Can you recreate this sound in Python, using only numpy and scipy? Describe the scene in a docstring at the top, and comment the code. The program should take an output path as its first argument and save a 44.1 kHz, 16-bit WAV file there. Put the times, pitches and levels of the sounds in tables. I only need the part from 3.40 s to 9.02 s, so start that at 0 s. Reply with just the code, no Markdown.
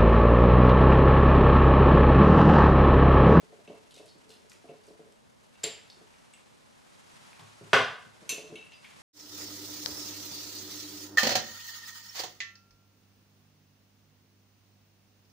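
"""Small tiled kitchen, stereo microphone a few steps from the cooker, over room tone and a rustling jacket.
A steel egg cup rocks on the sheet-steel cooker top; from 0.5 s a knife cracks and saws through the shell
of the boiled egg in it. At 2.2 s the blade clinks against the cup. At 4.3 s something is put down hard
on the worktop, shaking the board and the cupboard below. From 4.8 s the cup is moved: it rocks again,
rings and wobbles to rest. The tiled walls answer each contact."""
import sys
import numpy as np
from scipy import signal
from scipy.fft import rfft, irfft, next_fast_len
from scipy.io import wavfile
from scipy.ndimage import map_coordinates

SR = 44100
rng = np.random.default_rng(int(sys.argv[2]) if len(sys.argv) > 2 else 0)


def bounce(signal):
    """Save signal as a 16-bit WAV file at the path given by the first command-line argument."""
    frames = np.transpose(np.atleast_2d(signal))
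    limited = np.clip(frames, -1, 1)
    pcm = np.round(limited * 32767).astype(np.int16)
    wavfile.write(sys.argv[1], SR, pcm)


N = 247842
T = np.arange(int(.7 * SR)) / SR  # time within one contact, s

# Room tone with microphone hiss, and rubbing cloth: f/Hz, relative density/dB
ROOM_TONE = [(25, 2), (60, -3.5), (110, -2.5), (160, -6.5), (225, -2), (290, -10), (500, -9), (595, -8),
             (700, -12), (975, -13.5), (1500, -34), (9000, -37.5), (12300, -30), (13200, -72)]
CLOTH_SPECTRUM = [(80, -8), (160, 3), (450, -7.5), (900, 3), (1800, 0), (3000, -2), (7000, -5.5),
                  (9500, -9), (12300, -16.5), (13200, -46)]
# Stereo width of steady noise and of the reverberation: f/Hz, side minus mid/dB
NOISE_WIDTH = [(40, 6.5), (120, 4), (400, 7.5), (1200, 2.5), (4000, -2), (8000, -8.5), (13000, -1)]
REVERB_WIDTH = [(100, -22), (300, -18), (1000, -7.5), (4000, -10), (8000, -12), (12000, 2)]
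# Decay of the tiled room: f/Hz, t60/s
REVERB_DECAY = [(100, 0.42), (300, 0.34), (700, 0.49), (1800, 0.49), (5000, 0.45), (12000, 0.32)]
# Course of the jacket rustle: t/s, relative level/dB
RUSTLE_LEVELS = [(0.0, -72.5), (0.46, -71), (0.65, -73), (1.25, -71.5), (1.87, -75), (2.25, -71),
                 (2.38, -70), (3.37, -71), (3.86, -65), (4.28, -66.5), (4.72, -70), (4.938, -67.5),
                 (5.348, -70), (5.62, -62.5)]
# Bumps and landings on the worktop: t/s, level/dB, hardness corner/Hz, boom share/dB
WORKTOP_BLOWS = [(3.992, -55, 1270, 5.5), (4.21, -50, 405, 1), (4.3311, -15, 14000, -27.5),
                 (4.649, -62.5, 295, 10.5)]
# The board's dense clatter, and the crack of steel on steel: f/Hz, relative density/dB
CLATTER_SPECTRUM = [(60, -41), (110, 1.5), (340, -25), (420, 5.5), (560, -2.5), (750, -4), (1000, 4.5),
                    (1500, 3), (2200, 1), (3000, -0.5), (3900, -12), (5400, -14), (8000, -25.5),
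                    (13000, -38)]
CRACK_SPECTRUM = [(300, -27), (1950, -17), (2600, -2.5), (3300, -6), (4900, -14), (6500, -9.5), (9000, -23),
                  (13000, -45)]
# Modes of board, hollow below it, knife on cup, and cup: f/Hz, relative level/dB, t60 before damping/s
WORKTOP_MODES = [(255, -13, .4), (331, -14, .3), (405, 2, .28), (441, -1, .25), (516, -1, .25),
                 (542, 0, .25), (769, -6, .35), (941, -4, .25), (973, -3, .25), (1008, -4, .25),
                 (1086, -2, .25), (1123, -3, .25), (1166, -3, .25), (1230, -1, .25), (1269, 0, .28),
                 (1308, -3, .25), (1454, -2, .25), (1500, 0, .28), (1566, -1, .28), (1602, 0, .28),
                 (1703, 0, .28), (1880, -4, .25), (1998, 0, .25), (2028, 1, .25), (2209, -5, .3),
                 (2397, -5, .28), (2578, -4, .28), (2869, -4, .26)]
CUPBOARD_MODES = [(107.1, -0.5, 0.44), (142.6, -2, 0.22), (164, 5, 0.11)]
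BLADE_MODES = [(2680, -11, .2), (3133, -7, .18), (3400, -10, .15), (3725, -8, .24), (4027, -9, .26),
               (4410, -9, .25), (4463, -9, .28), (4806, -8, .28), (5050, -11, .2), (6261, -15, .25),
               (7350, -2, .3), (7452, 0, .06), (9335, -10, .36), (10170, -25, .25), (12020, -21, .3),
               (12980, -24, .2)]
CUP_MODES = [(2229, -5, .15), (2666, -1, .24), (2725, -6, .2), (2790, -6, .22), (3020, -4, .16),
             (3350, -10, .12), (3797, -5, .16), (3966, -11, .12), (4183, -8, .16), (4495, -14, .2),
             (5886, -7, .12), (6046, -2, .16), (6133, -2, .22), (6221, -2, .16), (6458, -8, .2),
             (7031, -7, .14), (7332, 2, .11), (8845, -8, .17), (9130, -5, .18), (9300, -8, .13),
             (10070, -10, .2), (11900, -14, .16), (12130, -14, .22), (12720, -9, .18), (13050, -12, .14)]
# Contacts that ring the blade and the cup: t/s, level/dB, hardness corner/Hz
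BLADE_CONTACTS = [(2.2376, -29, 13400)]
CUP_CONTACTS = [(0.276, -56.5, 2750), (1.288, -62.5, 2680), (2.1515, -65.5, 2600), (4.8922, -30.5, 15200),
                (5.156, -48, 2980), (5.320, -55.5, 2670)]
# Thin high notes left ringing by the cup's soft taps: t/s, level/dB, f/Hz, t60/s
CUP_TINGS = [(5.156, -66.5, 10070, 0.12), (5.248, -73, 10200, 0.16), (5.335, -61.5, 4900, 0.33)]
# Snaps of shell and ticks of cutlery: t/s, level/dB, centre f/Hz, narrowness Q, t60/s
SNAPS = [(0.552, -59.5, 3660, 2.3, 0.1), (0.6854, -60.5, 4500, 9.4, 0.11), (0.9032, -57, 3640, 1.3, 0.032),
         (1.117, -57, 1850, 1.3, .011), (1.7238, -67.5, 2200, 0.91, 0.0043),
         (2.2343, -44, 4170, 1.9, 0.011), (2.5003, -53.5, 4300, 8.2, 0.018), (2.74, -65.5, 2420, 7.4, .02),
         (2.9366, -58.5, 2620, 4.8, 0.025), (2.936, -59.5, 8000, 14, 0.015),
         (3.931, -58.5, 2560, 8.8, 0.0038), (3.993, -58.5, 3460, 2.1, 0.064),
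         (5.443, -51.5, 2500, 3.5, 0.099)]
# Knife strokes through the shell: start t/s, length/s, crumb level/dB, centre f/Hz
KNIFE_STROKES = [(0.501, .11, -62, 4000), (0.654, .045, -65, 4830), (0.899, .04, -62.5, 4500),
                 (1.089, .04, -62, 5100), (1.444, .06, -68.5, 5150)]
# Modes of the sheet-steel cooker top: f/Hz, width/Hz, relative level/dB
COOKER_MODES = [(167, 31, -8.5), (259, 44, -7.5), (332, 65, 0.5), (411.5, 12, -8.5), (439, 17.6, -1),
                (547, 53, -3.5), (594, 49, -7), (691, 53, -4.5), (990, 130, -14.5)]
# The pushed cup lands on the cooker: t/s, relative level/dB, time tipped/s, weight/dB (more gives more bass)
CUP_LANDINGS = [(0.026, -50, 0.0001, -6.5), (0.124, -44, .024, -30), (0.185, -49.5, 0.00045, -21),
                (0.297, -35.5, .02, -11), (0.597, -43, .03, -47), (0.756, -52, 0.001, 12),
                (0.893, -50.5, 0.0011, -41), (1.242, -44.5, 0, -15), (1.29, -38, 0, -19),
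                (1.477, -46, 0.00066, -10), (1.503, -45.5, 0, -14), (1.594, -43, 0, -20),
                (1.669, -54, 0.0037, -28), (2.237, -32, 0, -16.5), (2.609, -49, 0.042, -7),
                (4.822, -46.5, 0.0062, -13), (4.92, -37.5, .02, -7), (4.978, -37, 0, -16),
                (5.039, -42, 0, -21), (5.12, -37, .022, 7)]

TOP_HZ = 13450  # upper band limit at the microphone


def amp(db):
    """Decibels to gain."""
    return 10 ** (np.asarray(db) / 20)


def unit(x):
    """Scale to rms 1."""
    return x / np.sqrt(np.mean(x ** 2) + 1e-20)


def unit_hit(x):
    """Scale a hit to rms 1 over its first 20 ms."""
    return x / np.sqrt(np.mean(x[..., :SR // 50] ** 2) + 1e-20)


def along(points, hz):
    """Interpolate (f/Hz, value) points on a log frequency axis."""
    f, v = np.transpose(points)
    return np.interp(np.log(hz + 1), np.log(f + 1), v)


def filtered(x, response):
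    """Shape x by a gain that depends on frequency."""
    n = x.shape[-1]
    m = next_fast_len(n + 8192)
    return irfft(rfft(x, m) * response(np.fft.rfftfreq(m, 1 / SR)), m)[..., :n]


def add(out, s, x):
    """Mix x into out at time s."""
    part = out[:, round(s * SR):][:, :x.shape[-1]]
    part += x[..., :part.shape[1]]


def uneven(start_s, end_s, gap_s, scatter):
    """Times about one gap apart, each shifted by chance."""
    s = np.arange(start_s, end_s, gap_s)
    return np.abs(s + scatter * gap_s * rng.uniform(-1, 1, 64)[:len(s)])


def burst(response, t60):
    """Coloured noise that starts at once and dies away."""
    return unit_hit(filtered(rng.standard_normal(len(T)), response) * amp(-60 * T / t60))


def softened(hz, corner_hz):
    """Low-pass gain: a soft contact cannot shake the high modes."""
    return 1 / np.sqrt(1 + (hz / corner_hz) ** 6)


def resonances(hz, width, size):
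    """The response of a set of peaks, as a function of frequency."""
    return lambda f: np.sum(size / (1 + ((f - hz) / width) ** 2), axis=0)


def ring(modes, corner_hz, damping):
    """Decaying modes, struck at slightly new strengths each time; damping divides their t60."""
    hz, db, t60 = np.transpose(modes)[:, :, None]
    size = amp(db + rng.standard_normal(hz.shape) - 60 * damping * T / t60) * softened(hz, corner_hz)
    return np.sum(size * np.sin(2 * np.pi * (hz * T + rng.random(hz.shape))), axis=0)


def stereo_noise(n, width):
    """Left and right noise from a mid and a side signal."""
    mid, side = rng.standard_normal((2, n))
    side = filtered(side, lambda hz: amp(along(width, hz)))
    return np.array([mid + side, mid - side])


def hiss(spectrum):
    """Steady coloured stereo noise of rms 1."""
    return unit(filtered(stereo_noise(N, NOISE_WIDTH), lambda hz: amp(along(spectrum, hz))))


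def room_tone():
    """The quiet of the kitchen and the microphone's own hiss."""
    return amp(-59) * hiss(ROOM_TONE)


def at_mic(x, wet_db):
    """A hit from a few steps away: direct sound plus the tiled walls' dense answer, at unit level."""
    hz, t, spectra = signal.stft(stereo_noise(len(T), REVERB_WIDTH), SR, nperseg=256)
    decay = amp(-60 * t / along(REVERB_DECAY, hz)[:, None])
    tail = signal.istft(spectra * decay, SR, nperseg=256)[1]
    reverb = signal.fftconvolve(x[None], tail / np.linalg.norm(tail[0]), axes=1)[:, :len(x)]
    return unit_hit(x + amp(wet_db) * reverb)


def jacket():
    """The sleeve brushes the body of the jacket, catching and slipping."""
    s, db = np.transpose(RUSTLE_LEVELS)
    t = np.arange(N) / SR
    slips_per_s = 90
    slip_db = map_coordinates(rng.standard_normal(int(t[-1] * slips_per_s) + 4), [t * slips_per_s])
    return amp(np.interp(t, s, db) + 10.5) * unit(hiss(CLOTH_SPECTRUM) * amp(slip_db))


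def worktop():
    """A blow shakes the board and the cupboard under it: dense clatter, strong modes and a low boom."""
    out = np.zeros((2, N))
    swell = 1 - np.exp(-T / 0.017)  # the heavy wood takes a moment to move
    for s, level_db, corner_hz, boom_db in WORKTOP_BLOWS:
        rattle = burst(lambda f: amp(along(CLATTER_SPECTRUM, f)) * softened(f, corner_hz), t60=0.027)
        clatter = amp(-1) * at_mic(rattle * (1 - np.exp(-T / 0.0012)), wet_db=6)
        board = amp(-1) * at_mic(ring(WORKTOP_MODES, corner_hz, damping=1.15), wet_db=-12)
        boom = amp(boom_db) * at_mic(ring(CUPBOARD_MODES, corner_hz, damping=0.75), wet_db=-15)
        add(out, s, amp(level_db) * (clatter + swell * (board + boom)))
    # the cupboard gives off little below its lowest mode
    return signal.sosfilt(signal.butter(4, 95, "highpass", fs=SR, output="sos"), out)


def cup_tings():
    """Each soft tap of the cup leaves one thin, lingering high note ringing."""
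    out = np.zeros((2, N))
    for s, level_db, hz, t60 in CUP_TINGS:
        add(out, s, amp(level_db) * at_mic(ring([(hz, 0, t60)], TOP_HZ, damping=1), wet_db=-16))
    return out


def rim_wobble():
    """Quick, ever softer taps of the rim keep a few low modes of the cup ringing as it settles."""
    out = np.zeros((2, N))
    start_s, end_s, fade_db_per_s = 5.16, 5.33, 40
    rim_modes = [mode for mode in CUP_MODES if 2600 < mode[0] < 2850]
    for s in uneven(start_s, end_s, gap_s=0.033, scatter=.2):
        level_db = -54 - fade_db_per_s * (s - start_s)
        add(out, s, amp(level_db) * at_mic(ring(rim_modes, TOP_HZ, damping=2.3), wet_db=2))
    return out


def steel_clinks(taps, modes, damping, buzz_db, buzz_width_hz, crack_db, crack_t60, wet_db):
    """Each contact cracks, buzzes while the parts still touch, and leaves the steel ringing."""
    out = np.zeros((2, N))
    hz, db, _ = np.transpose(modes)[:, :, None]
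    peaks = resonances(hz, buzz_width_hz, amp(db))
    radiation = lambda f: 1 - softened(f, 2250)  # small parts give off little below their lowest mode
    for s, level_db, corner_hz in taps:
        crack = burst(lambda f: amp(along(CRACK_SPECTRUM, f)) * softened(f, corner_hz), crack_t60)
        buzz = burst(lambda f: peaks(f) * radiation(f) * softened(f, corner_hz), t60=0.053)
        tone = at_mic(ring(modes, corner_hz, damping), wet_db)
        contact = amp(crack_db) * at_mic(crack, wet_db=32) + amp(buzz_db) * at_mic(buzz, wet_db=-0.5)
        harshness = softened(2130, corner_hz)  # a gentle touch leaves almost pure ringing
        add(out, s, amp(level_db) * unit_hit(tone + harshness * contact))
    return out


def snap(centre_hz, q, edge_db, t60):
    """A brittle snap or short crunch, with one resonance and a crisp treble edge."""
    body = burst(lambda f: 1 / np.hypot(1, q * np.log((f + 1) / centre_hz)) ** 2, t60)
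    edge = burst(lambda f: np.exp(-((f - 8700) / 2700) ** 2), t60)
    swell = 1 - np.exp(-T / (0.015 * t60))  # the longer a crunch, the softer it starts
    return at_mic(swell * (body + amp(edge_db) * edge), wet_db=2.5)


def shell_and_cutlery():
    """Single snaps of the shell and ticks of the cutlery."""
    out = np.zeros((2, N))
    for s, level_db, centre_hz, q, t60 in SNAPS:
        add(out, s, amp(level_db) * snap(centre_hz, q, edge_db=-22, t60=t60))
    return out


def knife_sawing():
    """Each stroke of the knife breaks a run of shell crumbs of chance size and pitch."""
    out = np.zeros((2, N))
    spread_octaves = 0.34
    for start_s, length_s, level_db, centre_hz in KNIFE_STROKES:
        for s in uneven(start_s, start_s + length_s, gap_s=.016, scatter=0.63):
            size_db, pitch = rng.standard_normal(2)
            crumb = snap(centre_hz * 2 ** (spread_octaves * pitch), q=3.5, edge_db=-7, t60=0.035)
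            add(out, s, amp(level_db + size_db) * crumb)
    return out


def foot_contacts():
    """The cup's foot tips, lands, rebounds and jiggles: t/s, relative level/dB, weight/dB."""
    for s, level_db, tipped_s, weight_db in CUP_LANDINGS:
        if tipped_s > 0:
            yield s - tipped_s, level_db - 7, weight_db
        yield s, level_db, weight_db
        if level_db > -41:  # only hard landings bounce
            yield s + 0.021, level_db - 9.5, weight_db
    for s in uneven(0.35, 1.25, gap_s=.1, scatter=.2):  # the held cup jiggles while the knife works
        yield s, -56, -10


def cup_rocking():
    """The foot of the cup chatters on the cooker top, whose sheet answers with a hollow knock."""
    out = np.zeros((2, N))
    hz, width, db = np.transpose(COOKER_MODES)[:, :, None]
    attack = 1 - np.exp(-T / 0.0039)
    decay = np.exp(-np.pi * width * T)
    for s, level_db, weight_db in foot_contacts():
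        bass_db = 0.28 * (weight_db + 16) * (hz < 350)  # a heavier push brings out the low modes
        bright_db = 0.31 * (level_db + 47) * (hz > 570)  # a harder landing is brighter
        size = amp(db + bass_db + bright_db)
        knock = np.sum(size * decay * np.sin(2 * np.pi * (hz * T + rng.random(hz.shape))), axis=0)
        chatter = burst(resonances(hz, width, size), t60=.17)
        sheet = attack * (unit_hit(knock) + amp(-6) * chatter)
        add(out, s, amp(level_db - 8.5) * at_mic(sheet, wet_db=-2))
    return out


def scene():
    """Cup, knife and egg, worktop and jacket over the room tone, as they reach the microphone."""
    blade = steel_clinks(BLADE_CONTACTS, BLADE_MODES, damping=1.7, buzz_db=4, buzz_width_hz=130,
                         crack_db=-3, crack_t60=0.0038, wet_db=-7)
    cup = steel_clinks(CUP_CONTACTS, CUP_MODES, damping=2.2, buzz_db=-3.5, buzz_width_hz=50,
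                       crack_db=-7, crack_t60=0.044, wet_db=2.5)
    cutting = cup_rocking() + knife_sawing() + shell_and_cutlery()
    ringing = blade + cup + rim_wobble() + cup_tings()
    return cutting + ringing + worktop() + jacket() + room_tone()


def record(dry):
    """The microphone chain: an 80 Hz low cut and a steep upper band limit."""
    thin = signal.sosfilt(signal.butter(2, 80, "highpass", fs=SR, output="sos"), dry)
    return filtered(thin, lambda hz: np.clip((TOP_HZ - hz) / 300 + .5, 0, 1))


dry = scene()
out = record(dry)
bounce(out)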